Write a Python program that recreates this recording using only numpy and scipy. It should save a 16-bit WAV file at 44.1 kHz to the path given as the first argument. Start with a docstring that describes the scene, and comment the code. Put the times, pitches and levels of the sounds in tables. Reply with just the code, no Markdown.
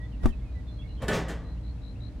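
"""Small birds whistle and trill far off, over a steady low rumble and hum.
At 0.26 s comes one dull bump close to the microphone.
From 1 s a toy trailer's hitch is pushed onto a toy tractor's coupling: it touches, knocks home,
scrapes and settles. Each contact rings the frames and jingles a metal eyelet."""
import sys
import numpy as np
from scipy import signal
from scipy.fft import rfft, irfft, next_fast_len
from scipy.io import wavfile
from scipy.ndimage import map_coordinates

SR = 44100
rng = np.random.default_rng(int(sys.argv[2]) if len(sys.argv) > 2 else 0)


def bounce(signal):
    """Save signal as a 16-bit WAV file at the path given by the first command-line argument."""
    frames = np.transpose(np.atleast_2d(signal))
    limited = np.clip(frames, -1, 1)
    pcm = np.round(limited * 32767).astype(np.int16)
    wavfile.write(sys.argv[1], SR, pcm)


N = 97020


def amp(db):
    return 10 ** (np.asarray(db) / 20)


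def unit(x):
    return x / np.sqrt(np.mean(x ** 2) + 1e-20)


def clock(start_s=0):
    """Seconds since start_s, per sample."""
    return np.arange(N) / SR - start_s


def along(points, hz):
    """Interpolate (Hz, value) points on a log frequency axis."""
    knots_hz, values = np.transpose(points)
    return np.interp(np.log(hz + 1), np.log(knots_hz + 1), values)


def pan(db):
    """Left and right gains; positive is left."""
    return amp(np.array([[db], [-db]]) / 2)


def wobble(knots_per_s):
    """Smooth random curve."""
    return map_coordinates(rng.standard_normal(N // 8), [clock() * knots_per_s], mode="wrap")


def filtered(x, response):
    """Apply the gain response(hz)."""
    size = next_fast_len(N + SR // 2)
    return irfft(rfft(x, size) * response(np.fft.rfftfreq(size, 1 / SR)), size)[..., :N]


def noise(spectrum, tilt_db_oct=0):
    """Coloured noise of rms 1, tilted above about 500 Hz."""
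    white = rng.standard_normal(N)
    return unit(filtered(white, lambda hz: amp(along(spectrum, hz) + tilt_db_oct * np.log2(1 + hz / 500))))


def dying(x, t60s):
    """Decay each frequency of x at its own rate."""
    hz, t, bins = signal.stft(x, SR, nperseg=256)
    decay = amp(-60 * t / along(t60s, hz)[:, None])
    return signal.istft(bins * decay, SR, nperseg=256)[1][..., :N]


def fade(start_s, t60_s):
    """Sudden start, exponential decay."""
    t = clock(start_s)
    return (t >= 0) * amp(-60 * abs(t) / t60_s)


def swell(peak_s, rise_s, fall_s):
    """Gaussian rise and fall."""
    t = clock(peak_s)
    return np.exp(-(t / np.where(t < 0, rise_s, fall_s)) ** 2 / 2)


def sine(hz, start_s=0, phase_rad=0):
    return np.sin(2 * np.pi * hz * clock(start_s) + phase_rad)


def ring(modes, start_s, scatter_db):
    """Damped modes of alternating sign, struck a little differently each time."""
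    return sum(-(-1) ** k * amp(db + scatter_db * rng.normal()) * fade(start_s, t60_s) * sine(hz, start_s)
               for k, (hz, db, t60_s) in enumerate(modes))


def echo(x, t60s):
    """Convolve with a diffuse tail of energy 1."""
    tail = dying(rng.standard_normal(N), t60s)
    return signal.fftconvolve(x, tail / np.linalg.norm(tail))[:N]


def rumble():
    """Low rumble and faint hiss, wider in the treble."""
    # Each row: frequency in Hz, relative density in dB.
    spectrum = [(12, -54), (20, -48), (40, -2), (64, -3.5), (87, -8), (126, -7.5), (148, -20.5),
                (175, -14.5), (306, -27), (427, -33), (597, -34), (1340, -44.5), (2150, -46.5),
                (3080, -50.5), (4070, -49), (4810, -54), (12000, -67), (13500, -81), (15500, -88)]
    # Each row: frequency in Hz, left-right correlation.
    correlation = [(60, 1), (180, 0.93), (550, 0.71), (1650, 0.6), (4970, -0.06), (15000, 0.36)]
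    # Each row: frequency in Hz, left over right in dB.
    balance = [(60, -1.9), (180, -1.2), (550, 1.8), (1650, -1.5), (4970, 0.67), (15000, -0.5)]

    def mid_side_gains(hz):
        angle = np.arccos(along(correlation, hz)) / 2
        return np.array([np.cos(angle), np.sin(angle)])

    mid, side = filtered(np.array([noise(spectrum), noise(spectrum)]), mid_side_gains)
    air = np.array([mid + side, mid - side])
    air = filtered(air, lambda hz: amp(np.outer([.5, -.5], along(balance, hz))))
    return amp(-38.5) * unit(air)


def hum():
    """Low tones wavering in level and phase."""
    # Each row: frequency in Hz, rms level in dB.
    lines = [(59.2, -39), (118.4, -51.5), (260, -58), (303, -60), (465, -68), (605, -68)]
    waver_db, drift_rad = 1, 0.81
    tones = sum(amp(db + waver_db * wobble(8.04)) * sine(hz, phase_rad=drift_rad * wobble(8.09))
                for hz, db in lines)
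    return np.sqrt(2) * tones * pan(1.5)


def whistles():
    """Short gliding bird notes, first on the right, the last few on the left."""
    # Each row: start in s, length in s, start and end of the glide in Hz, level in dB, pan in dB,
    # roughness as a share of the pitch.
    notes = [(-.03, 0.11, 1900, 1990, -54.5, -3, 0.0016), (0.019, .06, 3560, 3500, -66, -15, 0.0089),
             (0.11, 0.054, 3200, 2620, -66.5, -15, 0.031), (0.196, 0.051, 1907, 1930, -62, -10, 0.0036),
             (0.27, 0.037, 1870, 1837, -57.5, -10, .004), (0.295, 0.024, 3400, 2870, -60, -12, .015),
             (0.318, 0.033, 2710, 2500, -61, -16.5, 0.014), (0.323, 0.028, 4020, 3900, -67.5, -10, 0.021),
             (0.39, 0.018, 3250, 3570, -68.5, -4, .02), (0.404, 0.046, 2100, 2240, -65.5, -14, .015),
             (0.439, 0.089, 2560, 2430, -65.5, -7, 0.01), (0.536, 0.085, 2033, 1951, -64.5, -15, 0.0018),
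             (0.662, 0.056, 3594, 3522, -62.5, -17.5, 0.0066),
             (0.78, 0.058, 3286, 3474, -55, -12.5, 0.0052), (0.812, 0.022, 2810, 2680, -61.5, -10, 0.027),
             (0.831, 0.037, 2160, 2235, -61, -18, 0.0099), (0.876, 0.064, 2850, 2890, -66.5, -11, 0.014),
             (0.963, 0.056, 3350, 3090, -61, -11, 0.039), (1.569, 0.021, 2650, 2960, -67, 15, 0.033),
             (1.769, 0.034, 2710, 2670, -67.5, 14, 0.067), (1.95, 0.027, 2580, 2800, -65.5, 17, 0.055)]
    sag_hz = 39.9
    out = np.zeros((2, N))
    for start_s, length_s, from_hz, to_hz, db, pan_db, roughness in notes:
        progress = np.clip(clock(start_s) / length_s, 0, 1)
        arch = abs(np.sin(np.pi * progress))
        hz = from_hz + (to_hz - from_hz) * progress - sag_hz * (arch - .5)
        hz *= 1 + roughness * wobble(400)
        out += amp(db) * arch * np.sin(2 * np.pi * np.cumsum(hz) / SR) * pan(pan_db)
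    return out


def rubs():
    """Soft rubbing around the bump."""
    # Each row: frequency in Hz, relative density in dB.
    spectrum = [(100, -3), (400, -2), (1000, -4.5), (2500, -16.5), (5000, -25), (11000, -33.5),
                (16000, -48)]
    # Each row: peak time in s, rise in s, fall in s, level in dB, tilt in dB per octave.
    strokes = [(0.2342, 0.0011, 0.024, -39, -1.5), (0.272, 0.027, 0.017, -50, 1),
               (0.28, 0.033, 0.021, -52, 4.5)]
    out = np.zeros((2, N))
    for peak_s, rise_s, fall_s, db, tilt in strokes:
        friction = np.array([noise(spectrum, tilt), noise(spectrum, tilt)])
        out += amp(db) * swell(peak_s, rise_s, fall_s) * friction
    return out


def air_push():
    """The bump's push of air and its rebound."""
    # Each row: centre in s, width in s, level in dB.
    pulses = [(0.2518, 0.0047, -13), (0.279, 0.014, -21.5)]
    out = np.zeros(N)
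    for centre_s, width_s, db in pulses:
        u = clock(centre_s) / width_s
        out += amp(db) * (1 - u * u) * np.exp(-u * u / 2)
    return out


def microphone_rock(start_s):
    """The bump rocks the microphone, its two sides in opposition."""
    # Each row: frequency in Hz, level in dB, t60 in s.
    modes = [(30, -19, 0.21), (86, -13.5, 0.11)]
    rock = sum(amp(db) * fade(start_s, t60_s) * sine(hz, start_s) for hz, db, t60_s in modes)
    return np.array([-rock, rock])


def knock(start_s):
    """The bump's dull knock: damped modes, a brief crack and a low thud."""
    # Each row: frequency in Hz, relative level in dB, t60 in s.
    modes = [(131, -12, .07), (230.3, 0, 0.12), (371, -9, 0.098), (655, -14, 0.062), (772, -10.5, 0.06),
             (920, -21, 0.04), (1140, -10.5, 0.046), (1270, -24, 0.087)]
    # Each row of both: frequency in Hz, relative density in dB.
    crack_spectrum = [(100, 12), (500, 10), (1200, -24), (2500, -4.5), (5000, -17.5), (12000, -25),
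                      (16000, -38)]
    thud_spectrum = [(15, -10), (35, 11), (70, 0), (140, 0.5), (300, -6), (700, -33), (2000, -52),
                     (8000, -62)]
    rise_s, fall_s = 0.017, 0.023
    body = amp(-19) * ring(modes, start_s, scatter_db=1)
    crack = amp(-24.5) * fade(start_s, t60_s=0.033) * noise(crack_spectrum)
    t = clock(start_s)
    envelope = np.exp(-abs(t) / np.where(t < 0, rise_s, fall_s))
    thud = amp(-24) * envelope * np.array([noise(thud_spectrum), noise(thud_spectrum)])
    return (body + crack) * pan(0.5) + thud


def pressure_dips():
    """Sharp pressure dips of the knock and its rebound."""
    # Each row: time in s, level in dB.
    dips = [(0.2578, -8.5), (.2645, -25)]
    width_s, tip_round_s = 0.00039, 0.00005
    pulses = sum(amp(db) * np.exp(-np.hypot(clock(at_s), tip_round_s) / width_s) for at_s, db in dips)
    return -pulses * pan(0.5)


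def trills():
    """Bird notes on the left, mostly rising, warbling fast in pitch and level."""
    # Each row: start in s, length in s, pitch in Hz, rise in Hz per s, level in dB, relative warble.
    notes = [(0.505, 0.079, 3950, 0, -74, 0.54), (0.676, 0.13, 4120, 297, -68, .5),
             (0.87, 0.11, 4050, 191, -68, 0.68), (1.434, 0.12, 4040, 203.5, -68.5, .4),
             (1.628, .108, 4140, 1503, -66, 0.96), (1.814, 0.12, 4020, 1604, -62.5, 0.86),
             (2, .093, 4000, 3410, -60.5, 0.96)]
    warble_hz, swing_hz = 65.4, 145
    out = np.zeros(N)
    for start_s, length_s, pitch_hz, rise_hz_s, db, warble in notes:
        t = np.clip(clock(start_s), 0, length_s)
        beat = 2 * np.pi * warble_hz * t
        swing = warble * np.sin(beat) + 0.34 * wobble(280)
        hz = pitch_hz + rise_hz_s * (t - length_s / 2) + swing_hz * swing
        arch = abs(np.sin(np.pi * t / length_s)) ** .5
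        tremolo = 1 - 0.8 * warble * np.cos(beat)
        out += amp(db) * arch * tremolo * np.sin(2 * np.pi * np.cumsum(hz) / SR)
    return out * pan(14.5)


def birds():
    """Distant whistles and trills with a short echo."""
    # Each row: frequency in Hz, t60 in s.
    echo_t60s = [(2000, 0.26), (5000, 0.073)]
    song = whistles() + trills()
    return song + amp(-7) * np.array([echo(side, echo_t60s) for side in song])


def frame_ring(start_s):
    """The struck toy frames ring in their modes."""
    # Each row: frequency in Hz, relative level in dB, t60 in s.
    modes = [(167.4, -3, 1.82), (220.5, -11.5, 1.56), (288, -4.5, 1), (326.6, -9, 0.94), (401, -6, 0.25),
             (433, -0.5, 0.31), (490, -11, 0.45), (534, 0, 0.52), (604, -2.5, 0.5), (750, -7, 0.6),
             (769, -14, 0.67), (970, -24, 0.45), (1134, -16, 0.76), (1258, -10.5, 1.03), (1490, -0.5, 0.35),
             (1760, 2, 0.32), (1803, -6.5, 0.3), (1917, -9, 0.81), (2305, -11, 0.41), (2614, -9, 0.29),
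             (2950, -17, 0.41)]
    attack_s = 0.004
    onset = 1 - np.exp(-abs(clock(start_s)) / attack_s)
    return amp(-6.5) * onset * ring(modes, start_s, scatter_db=2)


def eyelet_jingle(start_s):
    """The metal eyelet's modes, blurred by its rattling."""
    # Each row: frequency in Hz, relative level in dB, t60 in s.
    modes = [(3560, -8, 0.11), (5440, -12, 0.17), (7180, 2.5, 0.15), (8020, -2, 0.26), (8770, -7, .2),
             (9020, -7, .18), (11100, -15, .14)]
    blur_rad, rattle_per_s = 1.2, 410
    return sum(amp(db) * fade(start_s, t60_s) * sine(hz, start_s, blur_rad * wobble(rattle_per_s))
               for hz, db, t60_s in modes)


def hitch_contacts():
    """Each contact ticks, clatters and excites frames and eyelet; only its treble is wide."""
    # Each row: start in s, level in dB, clatter tilt in dB per octave, ring and jingle gains in dB.
    hits = [(1.021, -42.5, 1.5, -3, -16), (1.0825, -27.5, 0, 2, -19), (1.284, -42.5, 1, -0.5, -12)]
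    # Each row of both: frequency in Hz, relative density in dB.
    spectrum = [(40, -7), (110, 5), (280, -1.5), (550, 0), (950, -10.5), (1350, -16), (1800, -2.5),
                (2400, -18), (3200, -9.5), (4800, -21), (7300, -27), (11000, -26), (15500, -40)]
    side_spectrum = [(100, -50), (2500, -56), (4000, 2), (5500, -3), (7500, -1), (10000, -31), (13000, -10),
                     (16000, -26)]
    # Each row: frequency in Hz, t60 in s.
    clatter_t60s = [(100, 0.91), (300, 0.74), (700, 0.57), (1800, 0.43), (4800, 0.17), (8000, 0.15),
                    (14000, 0.23)]
    out = np.zeros((2, N))
    for start_s, db, tilt, ring_db, jingle_db in hits:
        clatter = dying(noise(spectrum, tilt), clatter_t60s)
        clatter = np.pad(clatter, (round(start_s * SR), 0))[:N]
        tick = amp(-4) * fade(start_s, t60_s=0.022) * noise(spectrum, tilt_db_oct=-1.5)
        frames = amp(ring_db) * frame_ring(start_s)
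        jingle = amp(jingle_db) * eyelet_jingle(start_s)
        side = amp(-14) * fade(start_s, t60_s=0.14) * noise(side_spectrum)
        out += amp(db) * (clatter + tick + frames + jingle + np.array([side, -side]))
    return out


def hitch_scrapes():
    """The hitch slides in fine, uneven slips, with a lingering tail."""
    # Each row: peak time in s, rise in s, fall in s, level in dB, tilt in dB per octave.
    slides = [(1.035, 0.016, 0.014, -32.5, -4.5), (1.117, 0.023, 0.048, -33, -2),
              (1.145, 0.017, 0.025, -32, 2.5), (1.181, 0.006, 0.032, -39, 0.9),
              (1.301, 0.0097, 0.024, -39, 1.2)]
    # Each row: frequency in Hz, relative density in dB.
    spectrum = [(40, -1), (150, 1), (290, 1.5), (480, 4), (680, -3.5), (950, -7.5), (1200, -5),
                (1400, -9.5), (1800, -8), (2400, -12), (3200, -15), (4500, -20.5), (7000, -22.5),
                (9000, -31), (15500, -44.5)]
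    # Each row: frequency in Hz, t60 in s.
    echo_t60s = [(150, 0.35), (700, 0.81), (2000, 0.51), (5000, 0.39), (13000, 0.15)]
    slips_per_s, slip_db = 700, 1
    out = np.zeros(N)
    for peak_s, rise_s, fall_s, db, tilt in slides:
        friction = unit(noise(spectrum, tilt) * amp(slip_db * wobble(slips_per_s)))
        out += amp(db) * swell(peak_s, rise_s, fall_s) * friction
    return out + amp(-5) * echo(out, echo_t60s)


def scene():
    """Hitch and bump in the centre, birds and rumble around them."""
    hitch = hitch_contacts() + hitch_scrapes()
    bump = knock(start_s=0.2582) + pressure_dips() + rubs() + air_push() + microphone_rock(start_s=0.255)
    return hitch + bump + birds() + rumble() + hum()


def record(dry):
    """Brick-wall low-pass."""
    top_hz = 15800
    return filtered(dry, lambda hz: hz < top_hz)


dry = scene()
out = record(dry)
bounce(out)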